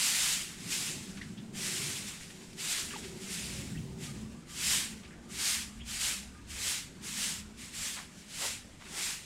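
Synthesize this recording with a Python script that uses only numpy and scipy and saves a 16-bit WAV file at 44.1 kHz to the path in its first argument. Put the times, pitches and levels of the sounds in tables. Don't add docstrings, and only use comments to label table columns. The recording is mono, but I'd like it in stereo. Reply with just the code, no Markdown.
import sys
import numpy as np
from scipy import signal
from scipy.fft import rfft, irfft
from scipy.io import wavfile
from scipy.ndimage import uniform_filter1d

SR = 44100
rng = np.random.default_rng(int(sys.argv[2]) if len(sys.argv) > 2 else 0)


def transcribe(signal):
    frames = np.atleast_2d(signal).T
    limited = np.clip(frames, -1, 1)
    pcm = np.round(limited * 32767).astype(np.int16)
    wavfile.write(sys.argv[1], SR, pcm)


N = 407925
TIME = np.arange(N) / SR
FREQS = np.fft.rfftfreq(N, 1 / SR)


def gain_of(db):
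    return 10 ** (np.asarray(db) / 20)


def evened(x):
    return x / np.sqrt(np.mean(x ** 2) + 1e-20)


def curve(points):
    hz, value = np.transpose(points)
    return np.interp(np.log(FREQS + 1), np.log(hz + 1), value)


def drift(rate_hz):
    return evened(irfft(rfft(rng.standard_normal(N)) * np.exp(-(FREQS / rate_hz) ** 2), N))


def patchy_noise(depth_db, size):
    frames = dict(nperseg=1024, noverlap=768)
    spectra = signal.stft(rng.standard_normal((2, N)), **frames)[2]
    patches = uniform_filter1d(rng.standard_normal(spectra.shape[1:]), size[0], axis=0)
    patches = evened(uniform_filter1d(patches, size[1], axis=1))
    return signal.istft(spectra * gain_of(depth_db * patches), **frames)[1][:, :N]


def swells(rows, steady_db):
    bells = sum(gain_of(db) ** 2 * np.exp(-((TIME - peak) / half) ** 2) for peak, half, db in rows)
    return 10 * np.log10(gain_of(steady_db) ** 2 + bells)


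# frequency in Hz, how much louder the left is in dB.
BALANCE = [(60, 0.0), (750, -1.5), (1200, 1.5), (4200, 0), (7000, -5), (9200, -3), (10700, 6), (12500, 5),
           (15700, 4)]
# frequency in Hz, likeness (1 the same, 0 unrelated).
LIKENESS = [(40, .88), (150, .97), (350, .84), (600, .35), (1100, .12), (2300, .42), (4100, .6),
            (5200, .03), (7200, -.1), (10000, 0)]
def stereo(noises, colour):
    left, other = rfft(noises)
    likeness, side_db = curve(LIKENESS), curve(BALANCE)
    right = likeness * left + np.sqrt(1 - likeness ** 2) * other
    sides = np.array([left * gain_of(side_db / 2), right * gain_of(-side_db / 2)])
    return evened(irfft(sides * gain_of(curve(colour)), N))


# start in seconds, crest in seconds, level in dB,
# half length in seconds, how fast the stragglers fade in dB per second.
ALARM_WAVES = [(-0.1, 0.063, -27, 0.23, 53), (0.099, 0.283, -28.5, 0.083, 116),
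               (0.645, 0.739, -31, 0.032, 90), (0.554, 0.635, -45, 0.055, 57),
               (0.53, 0.833, -33.5, 0.079, 37), (1.523, 1.661, -33.5, 0.071, 22),
               (1.574, 1.815, -34.5, 0.16, 27), (2.035, 2.085, -41, 0.024, 90),
               (2.546, 2.717, -31, 0.084, 30), (2.971, 3.058, -54, 0.02, 76),
               (3.265, 3.333, -37.5, 0.037, 71), (3.177, 3.42, -39, 0.16, 29),
               (3.962, 4.052, -43, 0.038, 45), (4.456, 4.721, -26, 0.08, 81),
               (5.27, 5.499, -27.5, 0.077, 90), (5.842, 5.948, -35.5, 0.054, 90),
               (5.967, 6.058, -30, 0.084, 87), (6.453, 6.537, -41, 0.033, 90),
               (6.52, 6.698, -30, 0.069, 97), (6.998, 7.082, -38.5, 0.038, 88),
               (7.025, 7.242, -31, 0.085, 94), (7.546, 7.643, -43.5, 0.042, 49),
               (7.704, 7.86, -34.5, 0.096, 78), (8.088, 8.208, -54.5, 0.096, 58.5),
               (8.24, 8.454, -32.5, 0.068, 83), (8.759, 9.054, -32.5, 0.079, 51)]
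def alarm(restless_db=-61, onset_s=0.047, stray_db=-5, gather_db_per_s=73):
    power = np.full(N, gain_of(restless_db) ** 2)
    for start, crest, db, half, fade in ALARM_WAVES:
        t = TIME - crest
        onset = np.clip((TIME - start) / onset_s, 0, 1)
        crowd = np.exp(-(t / half) ** 2)
        strays = gain_of(stray_db + np.minimum(gather_db_per_s * t, -fade * t)) ** 2
        power += (gain_of(db) * onset) ** 2 * (crowd + strays)
    return 10 * np.log10(power)


def wingbeats(beat_hz, spread, puff_beats, bees):
    moments, power = np.linspace(0, TIME[-1], 60), np.zeros(N)
    for rates in beat_hz * np.exp(spread * rng.standard_normal((bees, len(moments)))):
        beats = np.cumsum(np.interp(TIME, moments, rates)) / SR
        power += np.exp(-(beats % 1) / puff_beats)
    return evened(np.sqrt(power))


# frequency in Hz, relative level in dB.
HISS_COLOUR = [(250, -31), (700, -17.0), (1000, -12.5), (1300, -10.5), (2100, -4.0), (3100, -3.5),
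               (4200, -4.5), (5200, -2), (6100, -3.0), (7500, -0.5), (9500, -4.5), (11400, -12),
               (12500, -13.5), (15700, -25)]
def colony_hiss(level_db=-0.92, body_hz=3000, fizz_hz=10000):
    wave_db = alarm()
    below_crest_db = wave_db.max() - wave_db
    puffs = patchy_noise(depth_db=1.04, size=(10, 8))
    puffs *= wingbeats(beat_hz=212, spread=0.14, puff_beats=0.71, bees=14)
    hiss = stereo(puffs, HISS_COLOUR)
    low, no_fizz = (irfft(rfft(hiss) / (1 + (FREQS / hz) ** 8), N) for hz in (body_hz, fizz_hz))
    fizz = (hiss - no_fizz) * gain_of(0.12 * (7.5 - below_crest_db))
    middle = no_fizz - low
    body = low * gain_of(-1.02 + 0.16 * below_crest_db)
    flutter_db = (0.58 + 0.012 * below_crest_db) * drift(rate_hz=21)
    lean_db = np.array([[-0.12], [0.12]])
    return (body + middle + fizz) * gain_of(wave_db + level_db + flutter_db + lean_db)


def wing_tones(beat_hz, spread, waver, fade_db, bees):
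    out = np.zeros(N)
    for offset in np.linspace(-1, 1, bees):
        hz = beat_hz * np.exp(spread * offset + waver * drift(rate_hz=9.09))
        out += np.sin(2 * np.pi * np.cumsum(hz) / SR) * gain_of(fade_db * drift(rate_hz=2.5))
    return evened(out)


# frequency in Hz, relative level in dB.
CALM_COLOUR = [(60, -30), (110, -12.5), (165, -1.5), (210, -4), (255, -6), (310, -10), (500, -83)]
SWOLLEN_COLOUR = [(50, -34), (85, -9), (125, -0.5), (190, 0), (250, -9), (340, -19.5), (600, -48)]
UPPER_COLOUR = [(220, -32), (300, -2), (375, 0.5), (450, -4.5), (560, -10), (900, -13), (2000, -43)]
# nearest moment in seconds, half length in seconds,
# level of the low hum in dB, level of its upper part in dB.
FLY_BYS = [(0.66, 0.062, -47, -70), (0.917, 0.2, -49, -53.5), (1.384, 0.16, -47.5, -69),
           (1.61, 0.15, -54, -53), (1.863, 0.19, -45.5, -54), (2.556, 0.19, -54, -59),
           (3.07, 0.22, -50.5, -53), (3.495, 0.12, -45.5, -53), (3.736, 0.13, -38.5, -57),
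           (4.1, 0.22, -44.5, -54.5), (4.878, 0.4, -51.5, -58.5), (5.358, 0.076, -52.5, -63),
           (7.2, 0.36, -52, -68), (8.95, 0.062, -59, -56)]
def hum(steady_low_db=-52.5, steady_upper_db=-63, settle_db_per_s=-0.42, blur_db=-2):
    settle_db = settle_db_per_s * TIME
    low_db = swells([(peak, half, db) for peak, half, db, _ in FLY_BYS], steady_low_db + settle_db)
    upper_db = swells([(peak, half, db) for peak, half, _, db in FLY_BYS], steady_upper_db + settle_db)
    calm, swollen, upper = (stereo(patchy_noise(depth_db=1, size=(1, 30)), colour)
                            for colour in (CALM_COLOUR, SWOLLEN_COLOUR, UPPER_COLOUR))
    low_tones = wing_tones(beat_hz=210.7, spread=0.08, waver=0.05, fade_db=7, bees=3)
    upper_tones = wing_tones(beat_hz=372, spread=0.04, waver=0.04, fade_db=6, bees=3)
    calm = gain_of(blur_db) * calm + gain_of(-5) * low_tones
    upper = gain_of(blur_db) * upper + gain_of(-7) * upper_tones
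    swell = np.clip((low_db + 50) / 7, 0, 1)
    low = np.sqrt(1 - swell) * calm + np.sqrt(swell) * swollen
    return gain_of(low_db) * low + gain_of(upper_db + 0.5) * upper


# frequency in Hz, relative level in dB.
GUST_COLOUR = [(15, -24), (30, -19), (48, -6.5), (64, -0.5), (82, -7), (130, -11.5), (300, -83)]
WASH_COLOUR = [(100, 7.5), (450, -0.5), (700, -2.5), (1500, -2), (3000, -12), (8000, -12), (15000, -57)]
# peak in seconds, half length in seconds, level in dB.
AIR_GUSTS = [(.45, 0.1, -60.5), (1.3, 0.24, -59), (3.1, .22, -56), (3.76, 0.21, -49.5), (4.25, 0.1, -51.5),
             (4.7, .14, -53.5), (5.8, 0.42, -53.5), (6.52, 0.19, -52.5), (7.45, 0.26, -56),
             (8.68, 0.13, -52.5)]
def air(calm_db=-65.5, lumps_db=2, wash_db=-57):
    rumble = stereo(rng.standard_normal((2, N)), GUST_COLOUR)
    rumble *= gain_of(swells(AIR_GUSTS, calm_db) + lumps_db * drift(rate_hz=8))
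    wash = stereo(patchy_noise(depth_db=3, size=(8, 12)), WASH_COLOUR)
    return rumble + gain_of(wash_db) * wash


# peak in seconds, half length in seconds, pitch in Hz, level in dB.
DRONE_NOTES = [(3.118, 0.19, 378, -49.5), (3.59, 0.099, 554, -59), (5.313, 0.083, 222.7, -54),
               (6.104, 0.59, 63.8, -55.5), (7.3, 0.48, 215, -54), (1.41, 0.34, 207.8, -48.5),
               (1.598, .12, 383.6, -56), (4.91, 0.083, 211.7, -52)]
def drones():
    out = np.zeros(N)
    for peak, half, hz, db in DRONE_NOTES:
        bell = np.exp(-((TIME - peak) / half) ** 2)
        out += gain_of(db) * bell * wing_tones(hz, spread=0.035, waver=0.03533, fade_db=-2, bees=2)
    return out


# peak in
# seconds, level in dB, centre pitch in Hz, width in octaves, rise in seconds, decay in seconds.
GRAINY_NOISES = [(1.176, -46, 2090, 0.84, 0.0043, 0.035), (1.222, -47.5, 3200, 0.75, 0.0087, 0.02),
                 (1.38, -54, 3000, .55, .006, .028), (2.21, -51, 1800, .35, .003, .014),
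                 (2.304, -48, 2100, .7, .002, .007), (2.532, -49, 3200, 1.0, .002, 0.0094),
                 (2.91, -45, 1900, .5, .003, .04), (2.962, -45, 3300, 0.6, 0.008, 0.012),
                 (3.05, -45.5, 2600, 0.84, 0.02, .015), (5.06, -54, 2600, 0.76, .03, 0.027),
                 (5.118, -51.5, 1850, 0.35, 0.011, 0.033), (5.808, -54, 2400, .35, .012, .025),
                 (7.985, -43.5, 1380, 1, 0.023, 0.039), (8.438, -42.5, 950, 1.0, 0.033, 0.041),
                 (8.468, -46, 470, 0.6, 0.04, 0.018), (8.812, -51, 1400, 1.0, 0.011, 0.03),
                 (8.865, -51, 1800, 0.73, .015, .03), (8.98, -50, 800, 1.0, 0.072, .05)]
def rustles_and_rasps(grain_db=3):
    out, t = np.zeros((2, N)), np.arange(-SR // 8, SR // 4) / SR
    octaves = np.log2(np.fft.rfftfreq(len(t), 1 / SR) + 1)
    for peak, db, hz, width, rise, decay in GRAINY_NOISES:
        noise = rng.standard_normal((4, len(t)))
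        sides, shared, roughness = noise[:2], noise[2], noise[3]
        grains = gain_of(grain_db * evened(uniform_filter1d(roughness, size=90)))
        band = np.exp(-0.5 * ((octaves - np.log2(hz)) / width) ** 2)
        burst = evened(irfft(rfft((sides + shared) * grains) * band, len(t)))
        shape = np.exp(-np.where(t < 0, (t / rise) ** 2, t / decay))
        slot = out[:, round((peak + t[0]) * SR):][:, :len(t)]
        slot += (gain_of(db) * shape * burst)[:, :slot.shape[1]]
    return out


def foliage(sound, tail_s, echo_db):
    t = np.arange(SR // 2) / SR
    tail = evened(rng.standard_normal((2, len(t))) * gain_of(-60 * t / tail_s)) / np.sqrt(len(t))
    return sound + gain_of(echo_db) * signal.fftconvolve(sound[None], tail, axes=1)[:, :N]


def add_bird_note(out, start, pitch_hz, wobble, db):
    span = slice(round(start * SR), round(start * SR) + len(pitch_hz))
    arch = 1 - np.linspace(-1, 1, len(pitch_hz)) ** 2
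    tone = np.sin(2 * np.pi * np.cumsum(pitch_hz * wobble[span]) / SR)
    out[span] += gain_of(db) * evened(tone * arch)


# start in seconds, length in seconds,
# first pitch in Hz, last pitch in Hz, relative level in dB.
CHATTER_NOTES = [(1.212, .011, 1740, 2250, -40.5), (1.225, 0.013, 1940, 1700, -51),
                 (1.372, 0.023, 3300, 3510, -57), (2.901, .016, 3100, 2450, -50),
                 (2.906, .012, 1950, 1520, -46.5), (2.931, .009, 1300, 2150, -48),
                 (2.934, .013, 1200, 1050, -47), (2.945, 0.018, 2300, 3400, -49.5),
                 (2.956, .013, 994, 794, -46), (3.746, .022, 1900, 1940, -52.5),
                 (3.767, 0.023, 2700, 3300, -53), (5.802, 0.028, 3160, 3190, -50.5)]
def bird_chatter(level_db=-1.5, rasp=0.063):
    out, wobble = np.zeros(N), 1 + rasp * drift(rate_hz=600)
    for start, length, first_hz, last_hz, db in CHATTER_NOTES:
        pitch_hz = np.linspace(first_hz, last_hz, round(length * SR))
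        add_bird_note(out, start, pitch_hz, wobble, db + level_db)
    return foliage(out, tail_s=0.19, echo_db=-2.5)


# start in seconds, length in seconds, top pitch in Hz, relative level in dB.
HOOT_NOTES = [(3.89, .1, 1210, -63), (4.06, 0.05, 1250, -48), (4.16, 0.044, 1186, -56),
              (4.245, 0.042, 1175, -53.5), (4.345, 0.059, 1170, -56), (4.47, 0.08, 1197, -53),
              (4.82, 0.12, 1200, -59), (5.01, 0.135, 1200, -54), (5.22, 0.133, 1200, -54),
              (5.43, 0.164, 1205, -53), (5.645, 0.13, 1200, -56), (5.86, .09, 1205, -57),
              (6.32, 0.11, 1235, -57.5)]
def bird_hoots(level_db=-9, bend=0.055, waver=0.011, flutter_db=2.5):
    out, wobble = np.zeros(N), 1 + waver * drift(rate_hz=66)
    for start, length, top_hz, db in HOOT_NOTES:
        pitch_hz = top_hz * (1 - bend * np.linspace(-1, 1, round(length * SR)) ** 2)
        add_bird_note(out, start, pitch_hz, wobble, db + level_db)
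    out *= gain_of(flutter_db * drift(rate_hz=30))
    return foliage(out, tail_s=0.39, echo_db=-2) * gain_of([[2], [-2]])


def scene():
    return colony_hiss() + hum() + air() + drones() + rustles_and_rasps() + bird_chatter() + bird_hoots()


def record(dry):
    low_pass = signal.firwin(511, 15850, window=("kaiser", 9), fs=SR)
    return signal.oaconvolve(dry, low_pass[None], "same")


dry = scene()
out = record(dry)
transcribe(out)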